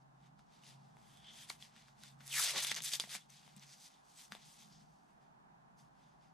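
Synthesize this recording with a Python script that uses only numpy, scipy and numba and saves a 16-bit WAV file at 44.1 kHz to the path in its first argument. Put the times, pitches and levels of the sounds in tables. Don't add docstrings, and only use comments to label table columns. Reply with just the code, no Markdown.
import sys
import numpy as np
from scipy import signal
from scipy.fft import rfft, irfft, next_fast_len
from scipy.io import wavfile
from numba import njit

SR = 44100
rng = np.random.default_rng(int(sys.argv[2]) if len(sys.argv) > 2 else 0)


def bounce(signal):
    frames = np.transpose(np.atleast_2d(signal))
    limited = np.clip(frames, -1, 1)
    pcm = np.round(limited * 32767).astype(np.int16)
    wavfile.write(sys.argv[1], SR, pcm)


N = 279153

# (peak
# time [s], level [dB], rise [ms], fall [ms], treble [dB], shell body [dB], film hump [dB])
RUB_STROKES = [(0.026, -87, 85, 16.5, -7, -14, -20), (0.263, -81.0, 107.5, 53, -5, 1, -21),
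               (0.402, -79.5, 42, 50, -12, -11, -12), (0.556, -74.5, 111, 141, -9, -7, -14),
               (0.676, -64, 74, 107.5, -7.5, -9.0, -22), (0.848, -80, 159, 150, -7, -11, -18),
               (1.03, -80.5, 155, 108, -1, -1, -15), (1.13, -77, 181, 348, 1.5, 0, -14),
               (1.294, -67.5, 96, 54, -24, -3, -30), (1.423, -62, 209.5, 62, -1, -6.5, -26),
               (1.498, -59.5, 27, 73, 1, -4, -25), (1.624, -63, 47, 90, -4.5, -8.0, -13),
               (1.787, -68, 90, 110, -10, -4.5, -20), (1.882, -73.5, 57, 85.5, -7.5, -11, -18),
               (2.06, -64.5, 101, 89, -4, -9.0, -26), (2.211, -69.5, 18.5, 26, -6, 3, -20),
               (2.34, -58, 118, 44, 3, -1, -22), (2.375, -45, 77, 83, 4, -13.5, -33),
               (2.443, -42, 125, 30, 4.5, -8, -12), (2.496, -42.5, 157.5, 74, -2.5, -8, -18),
               (2.579, -39, 64, 60, -8, -12.5, -30), (2.629, -47, 41.5, 51, 5.5, -2.5, -20),
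               (2.668, -45.5, 16, 102, -5.5, -9.5, -25), (2.716, -41.5, 13, 9, -7, -5, -16),
               (2.767, -48, 12, 45, -4, -1.5, -5), (2.863, -50, 56, 116, 3, -9, -8),
               (2.936, -44.5, 33, 49.5, -0.5, -9.5, -8), (2.999, -52.5, 5.5, 98, -2.5, -9.5, -22),
               (3.108, -55.5, 22, 125, -3.5, -8, -24), (3.153, -51, 70.5, 28.5, 3, -2.5, -14),
               (3.302, -71, 15, 186, 3, 0, -31), (3.378, -65.5, 94, 54.5, -9.5, -19, -28),
               (3.433, -72, 34, 350, -5, -5.5, -18), (3.578, -68.5, 28, 13, -4, -12.0, -20),
               (3.633, -63.5, 49, 34.5, -9, -6, -18), (3.734, -69, 153, 53, 1, -5, 3),
               (3.86, -64.0, 126, 48, 0.5, -15.5, -4), (3.92, -74, 83, 152.5, -7, -9, -24),
               (4.12, -73, 128, 350, -1, -18, -18), (4.202, -63, 59, 81.5, 0.5, -8, -16),
               (4.244, -69, 21, 39, 3, -23, -10), (4.326, -65.5, 22, 100, -1, 3, -22),
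               (4.424, -68, 60, 85, -10, -12, -14), (4.457, -69, 26, 353, 0.5, -13, -21),
               (4.606, -66.5, 55, 100.5, -5, -14, -13), (4.736, -74.5, 73, 145, -8, -10, 5),
               (4.82, -76.5, 43, 40.5, -5, -12, -16), (4.92, -89.5, 348, 325, 3, -1, 2),
               (5.083, -89.5, 10, 153, 1, 5, -16), (5.226, -87.5, 34, 116, -3.5, 4, -8.5),
               (5.789, -81.5, 26, 112, 3.5, -2, -1), (6.027, -83.0, 141, 242, -5.5, -2, -12),
               (6.239, -84.5, 63.5, 121, -5.0, 4.5, -2)]
# (frequency [Hz], level [dB])
RUSTLE_TONE = [(250, -33.5), (600, -17.5), (1200, -14.5), (2200, -5), (4200, 0), (8200, 1), (8800, -1.5),
               (10200, 0), (10800, -11), (12300, -5), (15500, -18)]
# (frequency [Hz], likeness [1 = the same])
RUSTLE_LIKENESS = [(300, .75), (1000, .8), (2500, .93), (5000, .62), (9000, .45), (15000, .45)]
# (pitch [Hz], width [Hz], boost [dB])
SHELL_RINGS = [(2030, 360, 3), (3510, 660, 6.5), (4820, 117, 5.5), (6250, 680, 6), (8000, 840, 5),
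               (10060, 1200, 7.5), (11990, 1100, 7.5)]
# (start [s], end [s], rate [ticks/s], first level [dB], last level [dB])
TICK_RUNS = [(2.237, 2.282, 134, -68, -38), (2.56, 2.608, 270, -49, -32.5), (2.666, 2.7, 280, -30, -50),
             (2.768, 2.784, 270, -42.5, -40.5), (2.815, 2.863, 200, -41.5, -30.5),
             (3.087, 3.122, 267, -56, -44.5)]
# (time [s], level [dB], pitch [Hz], ring length [cycles],
# pulse centre [Hz], thump level [dB], left over right [dB])
CREASE_SNAPS = [ (0.392, -52, 1320, 15, 3100, -60, -1), (0.636, -46.5, 2770, 23, 3550, -61, -2),
                (0.968, -48, 860, 15, 1500, -75, 1), (1.172, -50, 3470, 9, 6000, -75, -9),
                (1.269, -46, 3340, 20, 3430, -76, -5), (1.497, -31, 4700, 24, 6040, -78, 5),
                (1.4994, -25.5, 4350, 28, 4450, -85, -1), (1.5014, -31, 2250, 23, 1050, -83, 1.5),
                (1.624, -37, 3350, 25, 3300, -57, .4), (1.763, -46.5, 3110, 8, 1480, -60, 2),
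                (1.883, -47, 1500, 9.3, 3500, -77, 1), (2.035, -37, 3850, 11, 7020, -67, -2),
                (2.0362, -47, 1480, 21, 2490, -77, 3), (2.206, -47, 1470, 18, 3480, -54, 3),
                (2.263, -42, 10100, 12, 6000, -75, 3), (2.559, -25, 3600, 22, 1990, -50, .4),
                (2.647, -21, 3400, 12, 6760, -89, 1), (2.695, -32.5, 3400, 37, 5940, -80, -4),
                (2.7122, -29, 3500, 11, 6500, -73, 6.5), (2.7158, -18.5, 2050, 10, 5040, -104, 1.5),
                (2.7237, -33.5, 5600, 7.3, 3450, -58, -20), (2.7439, -24, 6200, 7.3, 4020, -86, 2.5),
                (2.75, -27, 6250, 9.9, 4960, -82, -4), (2.7627, -27, 6000, 17, 3460, -71, 8.8),
                (2.804, -29.5, 3600, 2.7, 2570, -67, 3), (2.822, -31, 8300, 10, 4540, -71.5, 6),
                (2.935, -19.5, 4790, 10, 3540, -65, 2), (2.998, -14.5, 3560, 9.3, 5500, -63.5, -2.4),
                (3.0037, -25.5, 4900, 51, 3430, -74, .4), (3.038, -37, 2000, 23, 810, -50.5, 1),
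                (3.074, -50.5, 700, 19, 5000, -68, -3), (3.093, -38, 3400, 13, 6000, -75, 4),
                (3.150, -34.5, 2300, 42, 880, -52, 0), (3.302, -44, 6100, 27, 8000, -73, 5),
                (3.477, -47.5, 856, 8, 2200, -63, 9.5), (3.564, -42, 8280, 31, 9950, -51, 5),
                (3.595, -47.5, 6000, 30, 5800, -69, 3), (4.3206, -28, 1560, 8, 2750, -44, 2),
                (4.35, -36, 770, 4.4, 2900, -64, 2)]
# (time [s], pitch [Hz], level [dB])
POCKET_GLIDE = [(2.26, 3800, -120), (2.29, 3660, -68), (2.315, 3300, -51), (2.34, 2440, -43),
                (2.365, 1980, -41.5), (2.385, 1810, -42), (2.4, 1350, -41.5), (2.42, 880, -69),
                (2.53, 558, -59), (2.57, 562, -46), (2.61, 556, -61.5), (2.66, 545, -120)]
# (peak time [s], level [dB], rise [ms], fall [ms])
FINGER_DRAGS = [(1.2, -71, 250, 100), (1.275, -59, 65, 110), (1.43, -62.5, 200, 52)]
# (frequency [Hz], level [dB])
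TRAFFIC_TONE = [(15, -37), (25, -15), (64, -15.5), (102, -22.5), (155, -5.5), (281, -10), (320, -14.5),
                (449, -15.5), (489, -18.5), (780, -4), (1300, -16.5), (1670, -19.5), (2210, -30),
                (4000, -43), (5200, -59), (8800, -120)]
# (time [s], level [dB], left over right [dB], tyre hiss boost [dB])
TRAFFIC_SWELL = [(0.0, -68.5, -1, 2.5), (0.46, -67.5, -1.5, 2), (0.97, -66, -0.5, 2.5),
                 (1.89, -70, -2, 5.5), (2.5, -67, 0, 5), (3.26, -70, -1, 3.5), (4.28, -69, -1, 6),
                 (4.9, -67, -1.5, 1.5), (5.5, -66.5, -2, 4.5), (6.33, -66.5, -0.5, 1.5)]
# (frequency [Hz], likeness [1 = the same, below 0 = opposed])
TRAFFIC_LIKENESS = [(25, 0.53), (60, 0.85), (180, 0.62), (550, -0.54), (1650, -0.38), (4970, -1.2),
                    (15000, -0.36)]
# (time [s], level [dB])
BOOM_LEVELS = [(0.0, -72), (0.32, -68), (0.67, -75.5), (0.69, -67), (1.87, -75), (1.97, -79), (1.99, -66.5),
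               (2.7, -78), (2.71, -65), (2.75, -71), (2.82, -63), (2.86, -76.5), (3.52, -72.5), (3.56, -67),
               (3.68, -75), (4.28, -83), (4.32, -63), (4.41, -73), (4.48, -66), (4.53, -86), (4.62, -65.5),
               (4.95, -67.5), (5.01, -78), (5.85, -68.5), (5.89, -76), (6.33, -70)]
# (pitch [Hz], width [Hz], level [dB])
ROOM_RINGS = [(157.1, 12, 1), (199.7, 20, -2), (228.4, 8.97, -8.5), (58.9, 16, -17.5), (134, 10, -2.5)]
# (time [s], level [dB])
HUM_LEVELS = [(0.0, -70), (0.34, -72.5), (0.47, -85.5), (0.75, -62.5), (1.34, -82), (1.37, -90),
              (1.61, -71), (1.72, -80), (2.37, -61.5), (2.49, -78), (2.53, -65.5), (3.45, -78), (3.57, -63),
              (4.01, -101), (4.1, -81)]
# (time [s], firing pitch [Hz], level [dB])
ENGINE_RUN = [(0, 111, -100), (.6, 114.5, -85), (1, 114.2, -75.5), (1.8, 115, -78.5), (2.4, 116.2, -77),
              (2.7, 118, -100)]

CRACKLE_SHARE = 0.49
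HOLLOW_HZ, HOLLOW_WIDTH_HZ = 5620, 2800
DRAG_HZ, DRAG_WIDTH_HZ = 3310, 440
PULSE_DB, SNAP_TAIL_FADE_S = -4, 0.0078
HUM_HZ, HUM_RISE_HZ_PER_S = 134.5, 1.6
ROOM_FADE_S, ROOM_DB = 0.1, -13
HISS_DB, CUTOFF_HZ = -84.5, 16000
SIDES = np.array([[1], [-1]])
TONE_GRID_HZ = np.linspace(0, SR / 2, 1025)
# (frequency [Hz], level [dB])
HISS_TONE = [(1000, -39), (2500, -5), (6500, -9), (8500, -13), (10300, -15.5), (11000, -16.5), (15500, -30)]


def rustle():
    level_db, treble_db, body_db, hollow_db = swells(RUB_STROKES)
    sliding = rng.standard_normal((2, N))
    source = np.sqrt(1 - CRACKLE_SHARE) * sliding + np.sqrt(CRACKLE_SHARE) * crackle()
    rubbing = source[0].copy()
    for hz, width_hz, db in SHELL_RINGS:
        ring = signal.lfilter(*signal.iirpeak(hz, 2 * hz / width_hz, SR), rubbing)
        source[0] += amp(db - 16 + 6.2 * drift(17)) * ring
    sound = colour(stereo(source, RUSTLE_LIKENESS), at_hz(RUSTLE_TONE, TONE_GRID_HZ))
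    body = signal.sosfiltfilt(pass_filter(2000, "low"), sound)
    treble = signal.sosfiltfilt(pass_filter(5500, "high"), sound)
    mix = unit_level(sound - body - treble)
    mix += amp(treble_db + drift(56)) * unit_level(treble)
    mix += amp(body_db) * unit_level(body)
    mix += amp(hollow_db) * band(rubbing, HOLLOW_HZ, HOLLOW_WIDTH_HZ)
    return amp(level_db) * mix * amp(0.45 * SIDES)


def crackle():
    clumps = amp(1.8 * drift(70) + 3.5 * drift(220))
    clicks = unit_level(clumps * slips(per_s=1600, spread_db=2.5))
    return unit_level(np.tanh(clicks / 6))


def slips(per_s, spread_db):
    at = np.flatnonzero(rng.random(2 * N) < per_s / SR)
    sizes = amp(spread_db * np.minimum(rng.exponential(1, len(at)), 5))
    clicks = np.zeros(2 * N)
    clicks[at] = sizes * np.sign(rng.random(len(at)) - .5)
    return unit_level(clicks.reshape(2, N))


def peel_ticks():
    clicks = np.zeros(N)
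    for start, end, per_s, first_db, last_db in TICK_RUNS:
        times = start + np.cumsum((1 + .3 * rng.standard_normal(40)) / per_s)
        level_db = np.interp(times, [start, end], [first_db, last_db]) + 1.9 * rng.standard_normal(40)
        clicks[(times * SR).astype(int)] = amp(level_db) * (times < end)
    fades = signal.lfilter([1], [1, -.85], 2 * clicks)
    middle, side = rng.standard_normal((2, N)) * fades
    return colour(middle + .4 * side * SIDES, at_hz(RUSTLE_TONE, TONE_GRID_HZ) + shell_boost_db())


def snaps():
    t = np.arange(3000) / SR
    out = np.zeros((2, N + len(t)))
    tail_filter = pass_filter([900, 9000], "band")
    for start, level_db, hz, cycles, pulse_hz, thump_db, pan_db in CREASE_SNAPS:
        middle, side = rng.standard_normal((2, len(t)))
        noise = (middle + 0.35 * side * SIDES) * amp(-14.5 - 60 * t / SNAP_TAIL_FADE_S)
        tail = signal.sosfilt(tail_filter, noise)
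        ring = np.sin(2 * np.pi * hz * t) * amp(-3.5 - 60 * t * hz / cycles)
        u = np.pi * pulse_hz * t - 3
        pulse = (1 - 2 * u ** 2) * np.exp(-u ** 2)
        thump = np.sin(2 * np.pi * 200 * t) * amp(thump_db - 60 * t / 0.073)
        thump *= 1 - np.exp(-t / 0.0011)
        snap = amp(level_db) * (ring + amp(PULSE_DB) * pulse + tail) + thump
        i = round((start + 0.0008) * SR)
        out[:, i:i + len(t)] += amp(pan_db / 2 * SIDES) * snap
    out = signal.sosfilt(pass_filter(140, "high"), out)
    return colour(out, shell_boost_db() - 2)


def shell_boost_db():
    return sum(db / (1 + (2 * (TONE_GRID_HZ - hz) / width_hz) ** 2) for hz, width_hz, db in SHELL_RINGS)


def air_pocket():
    hz, level_db = in_time(POCKET_GLIDE)
    sound = slips(per_s=3000, spread_db=0.5)[0]
    for width_hz in (850, 1200):
        sound = unit_level(gliding_ring(sound, hz, width_hz))
    return amp(level_db) * sound * amp(1.5 * drift(74))


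def finger_drag():
    ring = band(slips(per_s=3300, spread_db=1)[0], DRAG_HZ, DRAG_WIDTH_HZ)
    return amp(swells(FINGER_DRAGS)[0]) * ring


def room_echo(x):
    t = np.arange(int(.3 * SR)) / SR
    tail = rng.standard_normal((2, len(t))) * amp(-60 * t / ROOM_FADE_S) * (t > .004)
    tail = signal.lfilter([1], [1, -.5], tail)
    tail /= np.sqrt(np.sum(tail[0] ** 2))
    return amp(ROOM_DB) * signal.oaconvolve(x, tail, axes=1)[:, :N]


def traffic(noise):
    level_db, pan_db, tyres_db = in_time(TRAFFIC_SWELL)
    murmur = unit_level(colour(noise, at_hz(TRAFFIC_TONE, np.linspace(0, SR / 2, 4097))))
    tyres = signal.sosfiltfilt(pass_filter(1050, "high"), murmur)
    gain = amp(level_db + pan_db / 2 * SIDES + 0.22 * drift(5))
    return gain * (murmur + (amp(tyres_db) - 1) * tyres)


def room_boom(noise):
    grid_hz = np.linspace(0, SR / 2, 16385)
    power = sum(amp(2 * db) / width_hz / (1 + (2 * (grid_hz - hz) / width_hz) ** 4)
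                for hz, width_hz, db in ROOM_RINGS)
    boom = unit_level(colour(noise, 10 * np.log10(power + 1e-12)))
    return amp(in_time(BOOM_LEVELS)[0]) * boom


def low_hum():
    t = np.arange(N) / SR
    level_db = in_time(list(HUM_LEVELS) + [(4.4, -110)])[0]
    phase = 2 * np.pi * (HUM_HZ + HUM_RISE_HZ_PER_S * t / 2) * t
    return np.sqrt(2) * amp(level_db) * np.sin(phase)


def far_engine():
    hz, level_db = in_time(ENGINE_RUN)
    phase = 2 * np.pi * np.cumsum(hz) / SR
    return amp(level_db) * (np.sin(phase) + amp(-6.5) * np.sin(phase / 2) + np.sin(2 * phase))


def swells(rows):
    peak_s, peak_db, rise_ms, fall_ms, *columns = np.transpose(rows)[:, :, None]
    t = np.arange(0, N + 44, 44) / SR
    from_peak = 1000 * np.maximum((peak_s - t) / rise_ms, (t - peak_s) / fall_ms)
    power = amp(2 * np.maximum(peak_db - 20 * from_peak ** 1.5, -200))
    total = power.sum(axis=0)
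    blends = [(power * column).sum(axis=0) / total for column in columns]
    return in_time(np.transpose([t, 10 * np.log10(total)] + blends))


def amp(db):
    return 10 ** (np.asarray(db) / 20)


def unit_level(x):
    return x / np.sqrt(np.mean(x ** 2) + 1e-20)


def in_time(rows):
    times, *columns = np.transpose(rows)
    return [np.interp(np.arange(N) / SR, times, column) for column in columns]


def at_hz(rows, hz):
    row_hz, values = np.transpose(rows)
    return np.interp(np.log(hz + 1), np.log(row_hz), values)


def drift(rate_hz):
    r = np.exp(-80 * np.pi * rate_hz / SR)
    slow = signal.lfilter([1], [1, -2 * r, r * r], rng.standard_normal(N // 40 + 2002))[2000:]
    return np.interp(np.arange(N) / 40, np.arange(len(slow)), unit_level(slow))


def colour(x, gain_db):
    cepstrum = irfft(gain_db * np.log(10) / 20)
    half = len(cepstrum) // 2
    cepstrum[1:half] *= 2
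    cepstrum[half + 1:] = 0
    response = irfft(np.exp(rfft(cepstrum)))
    return signal.oaconvolve(np.atleast_2d(x), response[None], axes=1)[:, :N]


def pass_filter(hz, kind):
    return signal.butter(2, hz, kind, fs=SR, output="sos")


def band(x, hz, width_hz):
    return unit_level(signal.sosfilt(pass_filter([hz - width_hz / 2, hz + width_hz / 2], "band"), x))


@njit
def gliding_ring(x, hz, width_hz):
    turn = np.cos(2 * np.pi * hz / SR)
    r = np.exp(-np.pi * width_hz / SR)
    out = np.zeros_like(x)
    for i in range(2, len(x)):
        out[i] = x[i] - x[i - 2] + 2 * r * turn[i] * out[i - 1] - r * r * out[i - 2]
    return out


def stereo(pair, likeness):
    size = next_fast_len(N, True)
    alike = np.clip(at_hz(likeness, np.linspace(0, SR / 2, size // 2 + 1)), -.99, .99)
    middle, side = rfft(pair, size)
    return irfft(np.sqrt(1 + alike) * middle + np.sqrt(1 - alike) * side * SIDES, size)[:, :N]


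def scene():
    hands = rustle() + peel_ticks() + snaps() + air_pocket() + finger_drag()
    hands[1] = signal.lfilter([.4, 1], [1, .4], hands[1])
    far = stereo(rng.standard_normal((2, N)), TRAFFIC_LIKENESS)
    return hands + room_echo(hands) + traffic(far) + room_boom(far[:, ::-1]) + low_hum() + far_engine()


def record(dry):
    hiss = colour(rng.standard_normal((2, N)), at_hz(HISS_TONE, TONE_GRID_HZ))
    treble_cut = signal.cheby2(12, 60, CUTOFF_HZ, fs=SR, output="sos")
    return signal.sosfilt(treble_cut, dry + amp(HISS_DB) * unit_level(hiss))


dry = scene()
out = record(dry)
bounce(out)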